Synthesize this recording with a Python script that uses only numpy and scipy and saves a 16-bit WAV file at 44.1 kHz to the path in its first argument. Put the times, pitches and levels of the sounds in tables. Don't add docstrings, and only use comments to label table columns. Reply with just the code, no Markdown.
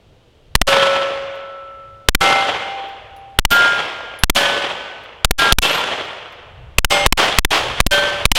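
import sys
import numpy as np
from scipy import signal
from scipy.fft import rfft, irfft, next_fast_len
from scipy.io import wavfile

SR = 44100
rng = np.random.default_rng(int(sys.argv[2]) if len(sys.argv) > 2 else 0)


def to_wav(s):
    ch = np.atleast_2d(s).T
    pcm = np.round(np.clip(ch, -1, 1) * 32767)
    wavfile.write(sys.argv[1], SR, pcm.astype(np.int16))


N = 369558
T = np.arange(N) / SR

# start_s, mic_deaf_s, roar_db, splash_db, plate_name (None for a miss)
SHOTS = [(.5530, 0.12, 1, -7.5, "a"), (2.0864, 0.12, 1, -10.5, "b"), (3.3884, 0.12, -1, -9.5, "c"),
         (4.2356, 0.12, -0.5, -5, "d"), (5.2468, 0.14, 0.5, -4, "e"), (5.523, 0.099, -1.5, -10, "e"),
         (6.7841, 0.12, -1.5, -6.5, "f"), (7.0624, 0.11, -2, -12.5, None), (7.3860, 0.12, -4.5, -9.5, None),
         (7.803, 0.11, -3.5, -7.5, "f"), (8.2540, 0.098, -7, -9.5, None)]
STRIKER_LEAD_S, SLAP_S = .003, .0621
BULLET_FLIGHT_S, CASE_FLIGHT_S = .07, .8


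def undb(db):
    return 10 ** (np.asarray(db) / 20)


def fade(t, t60):
    return np.exp(-np.log(1000) * t / t60)


def add(out, start_s, sound):
    start = int(start_s * SR)
    out[:, start:start + sound.shape[-1]] += sound[..., :N - start]


def white(n, side_db=-33):
    mid, side = rng.standard_normal((2, n))
    return mid + undb(side_db) * np.array([side, -side])


def noise(n, spectrum):
    size = next_fast_len(n)
    hz, db = np.transpose(spectrum)
    colour = undb(np.interp(np.log(np.fft.rfftfreq(size, 1 / SR) + 1), np.log(hz), db))
    x = irfft(rfft(white(size)) * colour, size)[:, :n]
    return x / x.std()


def drift(n, rate_hz):
    return np.interp(T[:n] * rate_hz, np.arange(1024), rng.standard_normal(1024))


def breeze(calm_db=-55.5, breeze_db=-37, rise_at_s=6.2, rise_s=.39, buffet_db=4.5, hush_db=-54):
    # frequency_hz, level_db
    hush_colour = [(25, -5.5), (120, -10), (250, -8), (500, -4.5), (1100, -17), (2000, -21.5),
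                   (3200, -16.5), (5000, -28), (8000, -35), (15000, -45.5)]
    wind_colour = [(20, -2.5), (80, 0), (130, -4), (220, -26), (600, -60), (3000, -78.5)]
    hush = undb(hush_db + drift(N, .68)) * noise(N, hush_colour)
    wind_db = calm_db + (breeze_db - calm_db) * np.clip((T - rise_at_s) / rise_s, 0, 1)
    return hush + undb(wind_db + buffet_db * drift(N, 9.8)) * noise(N, wind_colour)


def muzzle_blast(striker_db=-21, blast_db=29, blast_length_s=.00259, bounce_db=20, bounce_at_s=.00673,
                 slap_db=20, slap_length_s=.005):
    # frequency_hz, level_db
    blast_colour = [(200, -29.5), (1000, 3.5), (1900, 1.5), (3200, 8), (4500, -1.5), (9000, -22.5),
                    (16000, -41)]
    slap_colour = [(200, -22), (900, -7), (2400, -4), (3400, -5.5), (5000, -27.5), (9000, -20),
                   (16000, -31.5)]
    n = int(.08 * SR)
    t = T[:n] - STRIKER_LEAD_S
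    striker = undb(striker_db) * (t < 0) * np.exp(-abs(t) / .001) * noise(n, blast_colour)
    blast = undb(blast_db) * (t >= 0) * np.exp(-(t / blast_length_s) ** 8) * noise(n, blast_colour)
    bounce = undb(bounce_db) * np.exp(-((t - bounce_at_s) / .00006) ** 2)
    slap_envelope = (t >= SLAP_S) * np.exp(-((t - SLAP_S) / slap_length_s) ** 4)
    slap = undb(slap_db) * slap_envelope * noise(n, slap_colour)
    return striker + blast + bounce + slap


def flying_case(ring_db=-43, ring_hz=11800, detune=.07, t60=.69, tumble_hz=14, tumble_depth=.5):
    t = T[:SR]
    tumble = 1 + tumble_depth * np.sin(2 * np.pi * (tumble_hz * t + rng.random()))
    pitch_hz = ring_hz * (1 + detune * rng.uniform(-1.2, 1))
    return undb(ring_db) * tumble * (t < CASE_FLIGHT_S) * brass_ring(pitch_hz, t60)


def brass_ring(pitch_hz, t60, scatter_db=4):
    # pitch_ratio, level_db
    modes = [(.88, -21), (1, 3), (1.15, -16)]
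    t, ring = T[:SR], 0
    for ratio, db in modes:
        ring += undb(db + scatter_db * rng.standard_normal()) * np.sin(2 * np.pi * pitch_hz * ratio * t)
    return fade(t, t60) * ring


def woods_roar(bank_smear_s=.014, echo_corner_hz=3000, flutter_db=4, flutter_hz=200, smoothing_s=.31):
    # frequency_hz, level_db, t60_s
    roar_bands = [(50, -64, 2.15), (146, -51.5, 1.52), (290, -51, 1.52), (513, -46, 2.29),
                  (960, -44.5, 1.923), (1940, -47.5, 1.806), (2890, -45.5, 1.775), (3196, -40.5, 1.56),
                  (3875, -50, 1.44), (4660, -52.5, 1.304), (6250, -57.5, 1.196), (10200, -63.5, 0.91),
                  (14700, -81.5, 1)]
    # delay_s, level_db (relative to the roar)
    banks = [(0.134, 4), (0.18, 2.5), (0.226, -0.5), (0.272, -8), (.41, 3.5), (0.473, 0)]
    n = 2 * SR
    t, hz = T[:n], np.fft.rfftfreq(n, 1 / SR)
    roar_hz, roar_db, roar_t60 = np.transpose(roar_bands)
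    echoes = sum(undb(db) * np.exp(-((t - delay_s) / bank_smear_s) ** 2) for delay_s, db in banks)
    echoes += trunk_echoes(t)
    colour = undb(np.interp(np.log(hz + 1), np.log(roar_hz), roar_db)) * np.sqrt(SR / 2)
    spectrum, roar = rfft(white(n)) * colour, 0
    edges_hz = np.geomspace(35, 17000, 33)
    for low, high in zip(edges_hz, edges_hz[1:]):
        centre_hz = np.sqrt(low * high)
        band = irfft(spectrum * (hz >= low) * (hz < high), n)
        decay = fade(t, np.interp(np.log(centre_hz), np.log(roar_hz), roar_t60))
        echo_lift = 1 + echoes / (1 + centre_hz / echo_corner_hz)
        flicker = undb(drift(n, 35.4))
        roar += band * decay * echo_lift * flicker
    flutter = undb(flutter_db * np.exp(-t / smoothing_s) * drift(n, flutter_hz))
    fade_in = np.clip(t / BULLET_FLIGHT_S - 1, 0, 1) ** .5
    return roar * flutter * fade_in


def trunk_echoes(t, count=26, echo_db=-3, spread_db=3, width_s=.0024, latest_s=.9):
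    delays_s = rng.uniform(BULLET_FLIGHT_S, latest_s, count)
    gains = undb(echo_db + spread_db * rng.uniform(-1.1, 1, count))
    return sum(gain * np.exp(-((t - delay_s) / width_s) ** 2) for delay_s, gain in zip(delays_s, gains))


def lead_splash(t60=.27, boost_db=9):
    # frequency_hz, level_db
    spray_colour = [(500, -32), (3000, 8.5), (6000, -6), (12000, -13), (16000, -25)]
    t = T[:SR // 2]
    return undb(boost_db) * fade(t, t60) * noise(len(t), spray_colour)


def steel_plate(name, earlier_hits, twin_gain=.7, in_phase_s=.19):
    plates = { "a": [(551, 2.1, .1, -6.5), (1090, 2.1, 0.27, -22.5), (1325, 3.3, 1.06, -13.5),
              (1476, 1.8, 1.5, -14.5), (1708, 1.4, .3, -17.5), (2130, 2.8, 0.27, -32)],
              "b": [(567, 1.22, .3, -15), (787, 2.6, 2.15, -10.5), (1334, .9, 0.65, -6),
              (1490, 1.34, .3, -16), (1738, 1.1, .3, -26.5), (2099, 1.11, 3, -5)],
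              "c": [(1402, 1.0, 2.05, 3), (1626, 1.27, 1.9, -7), (2125, 1.66, .3, -25),
              (2680, 1.3, 0.27, -32), (3009, 1, 0.33, -16), (3488, .72, .3, -16), (5416, 1, .3, -27)],
              "d": [(567, 1.08, .3, -11.5), (1506, 1.65, 2.4, -14), (1724, 0.92, 0.36, -12)],
              "e": [(1377, 1.1, 0.43, -5, -15.5), (1620, 1, .3, -4, -18), (2164, 0.54, .3, -14, -25),
              (2670, .35, .3, -29, -4), (3467, 0.89, 0.321, -29, -20)], "f": [(581, 0.9, 1, -7.5, -6),
              (797, 1.9, 0.56, -14.5, -26), (1420, 0.53, .5, -14, -14), (1545, 0.67, 1, -30, -1.5),
              (1773, 0.73, 0.45, -19, -13), (2126, 1.24, .8, -9.5, -25), (3171, 0.47, .5, -16, -4),
              (4290, 0.56, 0.54, -36, -15), (5130, 0.45, .5, -13, -40), (6126, 0.82, .5, -20, -34),
              (8028, .5, .5, -14, -40), (9300, 0.22, .5, -18, -40)]}
    t, ring = T[:2 * SR], 0
    for pitch_hz, t60, beat_hz, *hit_db in plates[name]:
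        phase = 2 * np.pi * (pitch_hz * t + rng.random())
        twin = twin_gain * np.sin(phase + 2 * np.pi * beat_hz * (t - in_phase_s))
        pair = (np.sin(phase) + twin) / (1 + twin_gain)
        ring += undb(hit_db[earlier_hits]) * fade(t, t60) * pair
    return ring


def case_tick(t60=.05):
    # frequency_hz, level_db
    tick_colour = [(1500, -14), (4000, 6.5), (8000, -7), (13000, -1), (16000, -5)]
    t = T[:SR // 2]
    return fade(t, t60) * noise(len(t), tick_colour)


def case_clink(ring_hz, contacts, t60=.15, tick_db=.5, detune=.09, hop_s=.035, hop_ratio=.95, loss_db=3):
    out, start_s = np.zeros((2, 2 * SR)), 0
    for k in range(contacts):
        gain = undb(-loss_db * k)
        add(out, start_s, gain * undb(tick_db) * case_tick())
        pitch_hz = ring_hz * (1 + detune * (k > 0) * rng.standard_normal())
        add(out, start_s, gain * brass_ring(pitch_hz, t60))
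        start_s += hop_s * hop_ratio ** k
    return out


def earth_thud(level_db=-9.5, delay_s=.16, width_s=.051):
    # frequency_hz, level_db
    earth_colour = [(150, -23), (600, -1), (1200, -2.5), (3200, -9), (5000, -15), (12000, -37)]
    t = T[:SR // 2]
    return undb(level_db) * np.exp(-((t - delay_s) / width_s) ** 2) * noise(len(t), earth_colour)


def scene(grass_tick_db=-52):
    # start_s, level_db, pitch_hz, contacts
    clinks = [(3.164, -50, 10900, 1), (3.506, -12, 12100, 1), (4.189, -42, 11020, 1),
              (5.645, -28.5, 12300, 5)]
    out, struck = breeze(), []
    for start_s, _, roar_db, splash_db, plate_name in SHOTS:
        impact_s, landing_s = start_s + BULLET_FLIGHT_S, start_s + CASE_FLIGHT_S
        add(out, start_s - STRIKER_LEAD_S, muzzle_blast())
        add(out, start_s, undb(roar_db) * woods_roar())
        add(out, impact_s, undb(splash_db) * lead_splash())
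        if plate_name:
            add(out, impact_s, steel_plate(plate_name, struck.count(plate_name)))
            struck.append(plate_name)
        else:
            add(out, start_s, earth_thud())
        add(out, start_s, flying_case())
        if landing_s < T[-1]:
            add(out, landing_s, undb(grass_tick_db) * case_tick())
    for start_s, level_db, pitch_hz, contacts in clinks:
        add(out, start_s, undb(level_db) * case_clink(pitch_hz, contacts))
    return out


def record(dry, bias_depth=4.27, recover_s=.0098, duck_db=-6, duck_s=.23,
           blast_leak_s=.019, slap_leak_s=.061, coupling_hz=21, top_hz=15900):
    rail, slap_swing, slap_kick = .9, .72, .7
    bias, thump, duck, swing = np.zeros(N), np.zeros(N), np.zeros(N), np.ones(N)
    for start_s, deaf_s, *_ in SHOTS:
        age = np.maximum(T - start_s, 0)
        slap_age = np.maximum(age - SLAP_S, 0)
        release = (1 - np.tanh((age - deaf_s) / (2 * recover_s) + .5)) / 2
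        pinned = np.minimum(age / .002, 1) * release
        bias += bias_depth * pinned
        thump += rail * np.minimum(age / .0004, 1) * np.exp(-age / blast_leak_s)
        thump += slap_kick * np.minimum(slap_age / .0002, 1) * np.exp(-slap_age / slap_leak_s)
        swing -= (1 - slap_swing) * pinned * (age > SLAP_S / 2)
        duck = np.maximum(duck, (age > 0) * np.exp(-(age / duck_s) ** 4))
    biased = dry * undb(duck_db * duck) - bias
    overloaded = swing * (np.clip(biased, -rail, rail) + np.minimum(bias, rail)) - thump
    highpasses = [signal.butter(1, coupling_hz * mismatch, "high", fs=SR) for mismatch in (.9, 1.1)]
    coupled = np.array([signal.lfilter(b, a, channel) for (b, a), channel in zip(highpasses, overloaded)])
    lowpass = signal.ellip(8, .2, 70, top_hz, fs=SR, output="sos")
    return signal.sosfilt(lowpass, np.clip(coupled, -1, 1))


dry = scene()
out = record(dry)
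to_wav(out)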